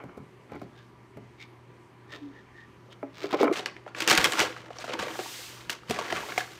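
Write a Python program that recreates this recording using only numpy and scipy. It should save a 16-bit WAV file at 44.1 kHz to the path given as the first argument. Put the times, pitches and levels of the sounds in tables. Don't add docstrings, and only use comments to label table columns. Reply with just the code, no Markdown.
import sys
import numpy as np
from scipy import signal
from scipy.io import wavfile

SR = 44100
rng = np.random.default_rng(int(sys.argv[2]) if len(sys.argv) > 2 else 0)


def bounce(signal):
    frames = np.transpose(np.atleast_2d(signal))
    limited = np.clip(frames, -1, 1)
    pcm = np.round(limited * 32767).astype(np.int16)
    wavfile.write(sys.argv[1], SR, pcm)


N = 290619

TABLE_SCENE = np.arange(N) < 3.527 * SR
EDGES = 25 * 2 ** np.arange(0, 9.6, .5)
CENTRES = np.sqrt(EDGES[1:] * EDGES[:-1])
BANK = [signal.butter(2, pair, "band", fs=SR, output="sos") for pair in zip(EDGES, EDGES[1:])]
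OCTAVES_UP = np.log2(np.maximum(CENTRES, 500) / 1500)

# pitch_hz, gain_db, t60_s
TOP_MODES = [(286.6, 5, 0.11), (362, 11, 0.045), (423.5, 8, 0.073), (500, 2, 0.057), (562, 1.5, 0.093),
             (649, 11, 0.023), (700, -1.5, 0.16), (821, 6.5, 0.064), (1031, 9, 0.035), (1330, 20.5, 0.009),
             (2257, 16, 0.016), (3000, 8, 0.0075)]
# frequency_hz, level_db
PAPER_SPECTRUM = [(88, -28), (150, -2.5), (386, 6), (883, 3), (1380, 5.5), (2860, 0), (7210, -13),
                  (11000, -30), (15000, -28)]
# start_s, peak_db, pitch_hz, second_pitch_hz
BOX_TAPS = [(5.696, -14, 1660, 2860), (5.898, -21.5, 238, 500), (5.908, -18, 414, 706),
            (5.988, -20.5, 670, 1090), (6.012, -26.5, 470, 950), (6.125, -16, 687, 1930),
            (6.168, -29, 724, 2570), (6.321, -24, 1720, 2170), (6.378, -10.5, 2180, 730)]
# start_s, peak_db, panel_pitch_hz
CREASES = [(3.558, -29, 2450), (3.659, -14.5, 2930), (3.765, -31, 2100), (3.863, -30.5, 620),
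           (3.877, -31, 1330), (3.948, -27, 1780), (4.004, -17.5, 2470), (4.021, -19.5, 2830),
           (4.076, -6.5, 1700), (4.099, -5.5, 2870), (4.106, -13, 3000), (4.127, -12.5, 2670),
           (4.13, -10.5, 317), (4.151, -13, 6000), (4.176, -3.5, 1500), (4.243, -6.5, 3270),
           (4.249, -11, 3220), (4.321, -17, 7100), (4.334, -16, 3030), (4.393, -11, 1320),
           (4.402, -10, 1630), (4.564, -28.5, 1270), (4.602, -46, 1780), (4.704, -29, 673),
           (4.786, -39.5, 670), (4.841, -26, 685), (4.879, -31, 675), (4.894, -27, 655), (4.921, -35, 2360),
           (4.935, -25.5, 1860), (4.994, -24.5, 1520), (5.026, -22.5, 627), (5.082, -25, 1730),
           (5.154, -28.5, 753), (5.19, -20.5, 411), (5.833, -42, 1290), (5.961, -28, 2300),
           (6.102, -24.5, 1980), ]


def from_db(db):
    return np.exp(np.asarray(db) * np.log(10) / 20)


def rms_one(x):
    return x / np.sqrt(np.mean(x ** 2) + 1e-20)


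def per_band(points):
    hz, db = np.transpose(points)
    return np.interp(np.log(CENTRES), np.log(hz), db)


def coloured(x, gains):
    return sum(g * (-1) ** k * signal.sosfilt(sos, x) for k, (g, sos) in enumerate(zip(gains, BANK)))


def drift(corner_hz):
    r = np.exp(-2 * np.pi * corner_hz * 40 / SR)
    slow = signal.lfilter([1], [1, -2 * r, r * r], rng.standard_normal(N // 40 + 2002))[2000:]
    return np.interp(np.arange(N) / 40, np.arange(len(slow)), rms_one(slow))


def ring(x, hz, t60):
    r, w = from_db(-60 / (t60 * SR)), 2 * np.pi * hz / SR
    return signal.lfilter([0, np.sin(w)], [1, -2 * r * np.cos(w), r * r], x + 1e-18)


def grains(per_s, spread_db, clump_db):
    sizes = from_db(spread_db * np.minimum(rng.exponential(1, N), 5)) * rng.choice([-1, 1], N)
    return rms_one(sizes * (rng.random(N) < per_s / SR) * from_db(clump_db * drift(46.4)))


def hump(middle_s, length):
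    return np.exp(-(2 * (np.arange(N) / SR - middle_s) / length) ** 2)


def gesture(s, length, rise_s, fall_s, growth_db_per_s=0):
    corners = s + np.array([-3 * rise_s, 0, length, length + 3 * fall_s])
    first, last = np.clip((corners[[0, -1]] * SR).astype(int), 0, N)
    gain, end_db = np.zeros(N), growth_db_per_s * length
    level_db = np.interp(np.arange(first, last) / SR, corners, [-120, 0, end_db, end_db - 120])
    gain[first:last] = from_db(level_db)
    return gain


def fading(blows, fade_s):
    steps = np.zeros(N)
    for s, db in blows:
        steps[round(s * SR)] = from_db(db)
    return signal.lfilter([1], [1, -np.exp(-1 / (fade_s * SR))], steps + 1e-18)


def air():
    # frequency_hz, level_db
    spectrum = [(24, -54), (40, -7), (113, -6.5), (169, -4.5), (373, -8), (560, -14), (1170, -8),
                (1260, -16), (2390, -13.5), (2850, -24.5), (6000, -31.5), (15000, -46)]
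    # pitch_hz, width_hz, level_db
    resonances = [(370, 81, -59), (975, 46, -68), (1173, 9, -70)]
    white = rng.standard_normal((2, N))
    waver_db = np.where(CENTRES < 600, 3.9, 1.5)
    murmur = sum(from_db(db + waver_db[k] * drift(4.8)) * signal.sosfilt(BANK[k], white[k % 2])
                 for k, db in enumerate(per_band(spectrum)))
    tones = sum(from_db(db) * rms_one(ring(white[0, ::-1], hz, 3.14 / width))
                for hz, width, db in resonances)
    return from_db(-57) * rms_one(murmur) + tones


def mains_hum(pitch_hz=120.5, level_db=-58.5):
    tone = np.sqrt(2) * np.sin(2 * np.pi * pitch_hz * np.arange(N) / SR)
    return from_db(level_db + 2.1 * drift(5.7)) * tone


def room(x, t60_s=0.37, reverb_db=-16, wall_cut_hz=7000):
    t = np.arange(SR // 2) / SR
    tail = rng.standard_normal(len(t)) * from_db(-60 * t / t60_s) * (t > .004)
    tail = signal.sosfilt(signal.butter(1, wall_cut_hz, fs=SR, output="sos"), tail)
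    return x + from_db(reverb_db) * signal.fftconvolve(x, tail / np.sqrt(np.sum(tail ** 2)))[:N]


def bumps():
    # start_s, level_db
    blows = [(0.041, -42.5), (0.173, -40), (0.518, -42), (0.621, -42.5), (1.162, -41.5), (4.105, -40),
             (4.179, -32), (4.399, -41.5), (4.998, -44.5), (5.894, -37), (6.127, -42)]
    white = rng.standard_normal(N)
    bands = (signal.butter(2, [low_hz, 240], "band", fs=SR, output="sos") for low_hz in (105, 45))
    board, bag = (rms_one(signal.sosfilt(band, white)) for band in bands)
    return fading(blows, fade_s=0.045) * np.where(TABLE_SCENE, board, bag)


def table_top(x):
    return sum(from_db(db) * ring(x, hz, t60) * (-1) ** k for k, (hz, db, t60) in enumerate(TOP_MODES))


def leg_rattle():
    # start_s, length_s, level_db
    jolts = [(0.0, 0.026, -33), (0.038, 0.18, -41), (0.525, 0.04, -31), (0.666, 1.7, -61),
             (2.12, 0.068, -37), (3.226, 0.033, -25), (3.34, 0.0059, -16.5), (3.398, 0.082, -15.5)]
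    shaking = sum(from_db(db) * gesture(s, length, rise_s=0.11, fall_s=0.017) for s, length, db in jolts)
    impacts = signal.lfilter([.15], [1, -.85], grains(1000, spread_db=0.5, clump_db=4))
    return from_db(-13) * table_top(impacts * shaking) / np.std(table_top(impacts))


def palm_rubs(hiss):
    # start_s, length_s, level_db
    strokes = [(0.524, 0.12, -64.5), (3.172, 0.099, -47.5), (3.323, 0.025, -41), (3.392, 0.062, -44)]
    return hiss * sum(from_db(db) * gesture(s, length, rise_s=0.099, fall_s=0.011)
                      for s, length, db in strokes)


def hinge_squeaks(grit, hiss):
    # middle_s, length_s, tone_db, pitch_hz, hiss_db
    rubs = [(0.794, 0.1, -63, 1650, -63.5), (1.42, 0.047, -46, 2240, -50.5), (2.137, 0.068, -48, 1850, -50),
            (2.248, 0.099, -43.5, 285, -65), (2.377, 0.092, -55, 1810, -66),
            (2.598, 0.095, -51.5, 1820, -65), (2.924, 0.031, -61, 3060, -54.5),
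            (3.313, 0.0068, -39, 3530, -47), (3.408, 0.042, -61, 5150, -45)]
    pin_hiss = hiss + from_db(-8) * rms_one(ring(grit, hz=3700, t60=0.014))
    out, slips = np.zeros(N), grains(1500, spread_db=0, clump_db=0.5)
    for s, length, tone_db, hz, hiss_db in rubs:
        squeak = rms_one(ring(ring(slips, hz, 25 / hz), hz, 25 / hz))
        out += hump(s, length) * (from_db(tone_db) * squeak + from_db(hiss_db) * pin_hiss)
    return out


def knocks(chatter_s=0.0041, grip_detune=0.03, spot_db_per_octave=6):
    # start_s, peak_db, hardness (0 to 1), favoured_pitch_hz
    blows = [(0.038, -33, 0.23, 397), (0.176, -32, 0.28, 382), (0.519, -30, 0.18, 590),
             (0.553, -36.5, 0.4, 384), (0.616, -33.5, 0.37, 400), (1.171, -35.5, 0.33, 384),
             (3.029, -24.5, 0.04, 370), (3.241, -20, 0.06, 317), (3.308, -27.5, 0.5, 990),
             (3.327, -16.5, 0.03, 930), (3.337, -12.5, 0, 524), (3.407, -11.5, 0.03, 447),
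             (3.43, -9.5, 0.2, 553), (3.443, -11, 0.07, 370), (3.471, -18.5, 0.05, 600),
             (3.496, -12.5, 0, 390), (3.512, -12.5, 0.04, 290)]
    out, size = np.zeros(N), 8192
    t = np.arange(size) / SR
    scatters = rng.standard_normal((len(blows), len(TOP_MODES)))
    for (s, db, hardness, spot_hz), scatter in zip(blows, scatters):
        noise = rng.standard_normal(size)
        softness = np.clip(1 - hardness, .02, .98) ** 0.65
        contact = (t == 0) + 0.11 * noise * np.exp(-t / chatter_s)
        force = signal.lfilter([1 - softness], [1, -softness], contact)
        body = np.zeros(size)
        for (hz, mode_db, t60), chance in zip(TOP_MODES, scatter):
            gain = from_db(mode_db + 0.87 * abs(chance) - spot_db_per_octave * abs(np.log2(hz / spot_hz)))
            body += np.sign(chance) * gain * ring(force, hz * (1 + grip_detune * chance), t60)
        crack = hardness * rms_one(signal.lfilter([1], [1, -.7], noise)) * np.exp(-t / 0.005)
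        out[round(s * SR):][:size] += from_db(db) * (body / np.abs(body).max() + from_db(-11) * crack)
    return out


def folding_table():
    rattle = leg_rattle()
    grit = grains(5000, spread_db=6, clump_db=1)
    friction_band = signal.butter(2, [1300, 4500], "band", fs=SR, output="sos")
    hiss = rms_one(signal.sosfilt(friction_band, grit) + from_db(-26) * np.diff(grit, prepend=0))
    vibration = rattle + knocks() + palm_rubs(hiss) + hinge_squeaks(grit, hiss)
    return signal.sosfilt(signal.butter(4, 235, "high", fs=SR, output="sos"), vibration)


def box_slides():
    # middle_s, length_s, level_db
    slides = [(4.295, 0.32, -41.5), (5.326, 0.45, -42), (6.27, 0.51, -47.5)]
    hiss = rms_one(coloured(rng.standard_normal(N), from_db(per_band(PAPER_SPECTRUM) + 7.8 * OCTAVES_UP)))
    return hiss * sum(from_db(db) * hump(s, length) for s, length, db in slides)


def box_taps(t60_cycles=17, crack_s=0.0017, crack_db=-5):
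    out, size = np.zeros(N), 4096
    t = np.arange(size) / SR
    impulse = 1. * (t == 0)
    crack_gains = from_db(per_band(PAPER_SPECTRUM) + 1.5 * OCTAVES_UP)
    for s, db, *pitches in BOX_TAPS:
        hollow = sum(rms_one(ring(ring(impulse, hz, t60_cycles / hz), hz, t60_cycles / hz / 2))
                     for hz in pitches)
        crack = rms_one(coloured(rng.standard_normal(size) * np.exp(-t / crack_s), crack_gains))
        tap = hollow + from_db(crack_db) * crack
        out[round(s * SR):][:size] += from_db(db) * tap / np.abs(tap).max()
    return out


def paper_rustle(cut_s=4.991, wake_db=-19.5, wake_s=0.024):
    # start_s, length_s, level_db, tilt_db_per_octave
    grips = [(3.476, 0.11, -34, 2.5), (3.986, 0.041, -37.5, 4), (4.096, 0.013, -24.5, 0.5),
             (4.176, 0.059, -28.5, -1), (4.228, 0.012, -39.5, 1), (4.387, 0.037, -26.5, 1),
             (4.495, 0.18, -51, 4), (4.762, 0.11, -46, 5.5), (4.912, 0.038, -37, 0),
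             (4.983, 0.06, -34.5, 2), (5.1, 0.16, -46, 1.5), (5.352, 0.38, -53, 7),
             (5.891, 0.019, -43.5, 6.5), (5.952, 0.35, -39.5, 1.5), (6.368, 0.067, -44.5, 5.5),
             (6.513, 0.1, -53, 7.5)]
    starts, _, _, tilts = np.transpose(grips)
    envelopes = np.array([from_db(db) * gesture(s, length, rise_s=0.075, fall_s=0.16, growth_db_per_s=1)
                          for s, length, db, _ in grips])
    envelopes[np.argmin(np.abs(starts - cut_s)), :round(cut_s * SR)] = 0
    handling = envelopes.sum(axis=0) + 1e-9
    level = handling + fading([(s, db + wake_db) for s, db, *_ in CREASES + BOX_TAPS], wake_s)
    tilt = tilts @ envelopes / handling + 0.2276 * (20 * np.log10(level) + 31.5)
    clicks = grains(9000, spread_db=3.8, clump_db=3.2)
    pops, panel_of_pop = grains(600, spread_db=3.2, clump_db=3.5), rng.integers(0, 16, N)
    panels = sum(np.sqrt(hz) * ring(pops * (panel_of_pop == k), hz, 31.6 / hz)
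                 for k, hz in enumerate(np.geomspace(330, 7000, 16)))
    crinkle = clicks + from_db(-8) * rms_one(panels)
    paper_db = per_band(PAPER_SPECTRUM)
    gains = (level * from_db(db + tilt * up) for db, up in zip(paper_db, OCTAVES_UP))
    return coloured(crinkle, gains) / np.std(coloured(crinkle, from_db(paper_db)))


def crease_snaps(buckle_s=0.001, buckle_cycles=2, panel_t60_cycles=17):
    out, size = np.zeros(N), 2048
    t = np.arange(size) / SR
    bass_cut = signal.butter(2, 220, "high", fs=SR, output="sos")
    for (s, db, hz), noise in zip(CREASES, rng.standard_normal((len(CREASES), size))):
        tilt = 9.5 + 0.31 * db
        focus_db = 0.32 * db * np.abs(np.log2(CENTRES / hz))
        scatter_db = 1.5 * rng.standard_normal(len(BANK))
        gains = from_db(per_band(PAPER_SPECTRUM) + tilt * OCTAVES_UP + focus_db + scatter_db)
        onset = from_db(11) * noise * np.exp(-t / 0.0013)
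        buckle = noise * np.exp(-t / (buckle_s + buckle_cycles / hz)) * (1 - np.exp(-t / 0.0015))
        crack = rms_one(coloured(onset + buckle, gains))
        panel = rms_one(ring(buckle, hz, panel_t60_cycles / hz))
        snap = signal.sosfilt(bass_cut, crack + from_db(-0.5) * panel)
        out[round(s * SR):][:size] += from_db(db) * snap / np.abs(snap).max()
    return out


def scene():
    table = room(folding_table())
    bag = room(paper_rustle() + box_slides() + crease_snaps() + box_taps())
    return (np.where(TABLE_SCENE, table, bag) + bumps() + air() + mains_hum())[None]


def record(dry):
    bass_cut = signal.butter(2, 55, "high", fs=SR, output="sos")
    treble_cut = signal.cheby2(12, 60, 16400, fs=SR, output="sos")
    return signal.sosfilt(treble_cut, signal.sosfilt(bass_cut, np.tanh(dry)))


dry = scene()
out = record(dry)
bounce(out)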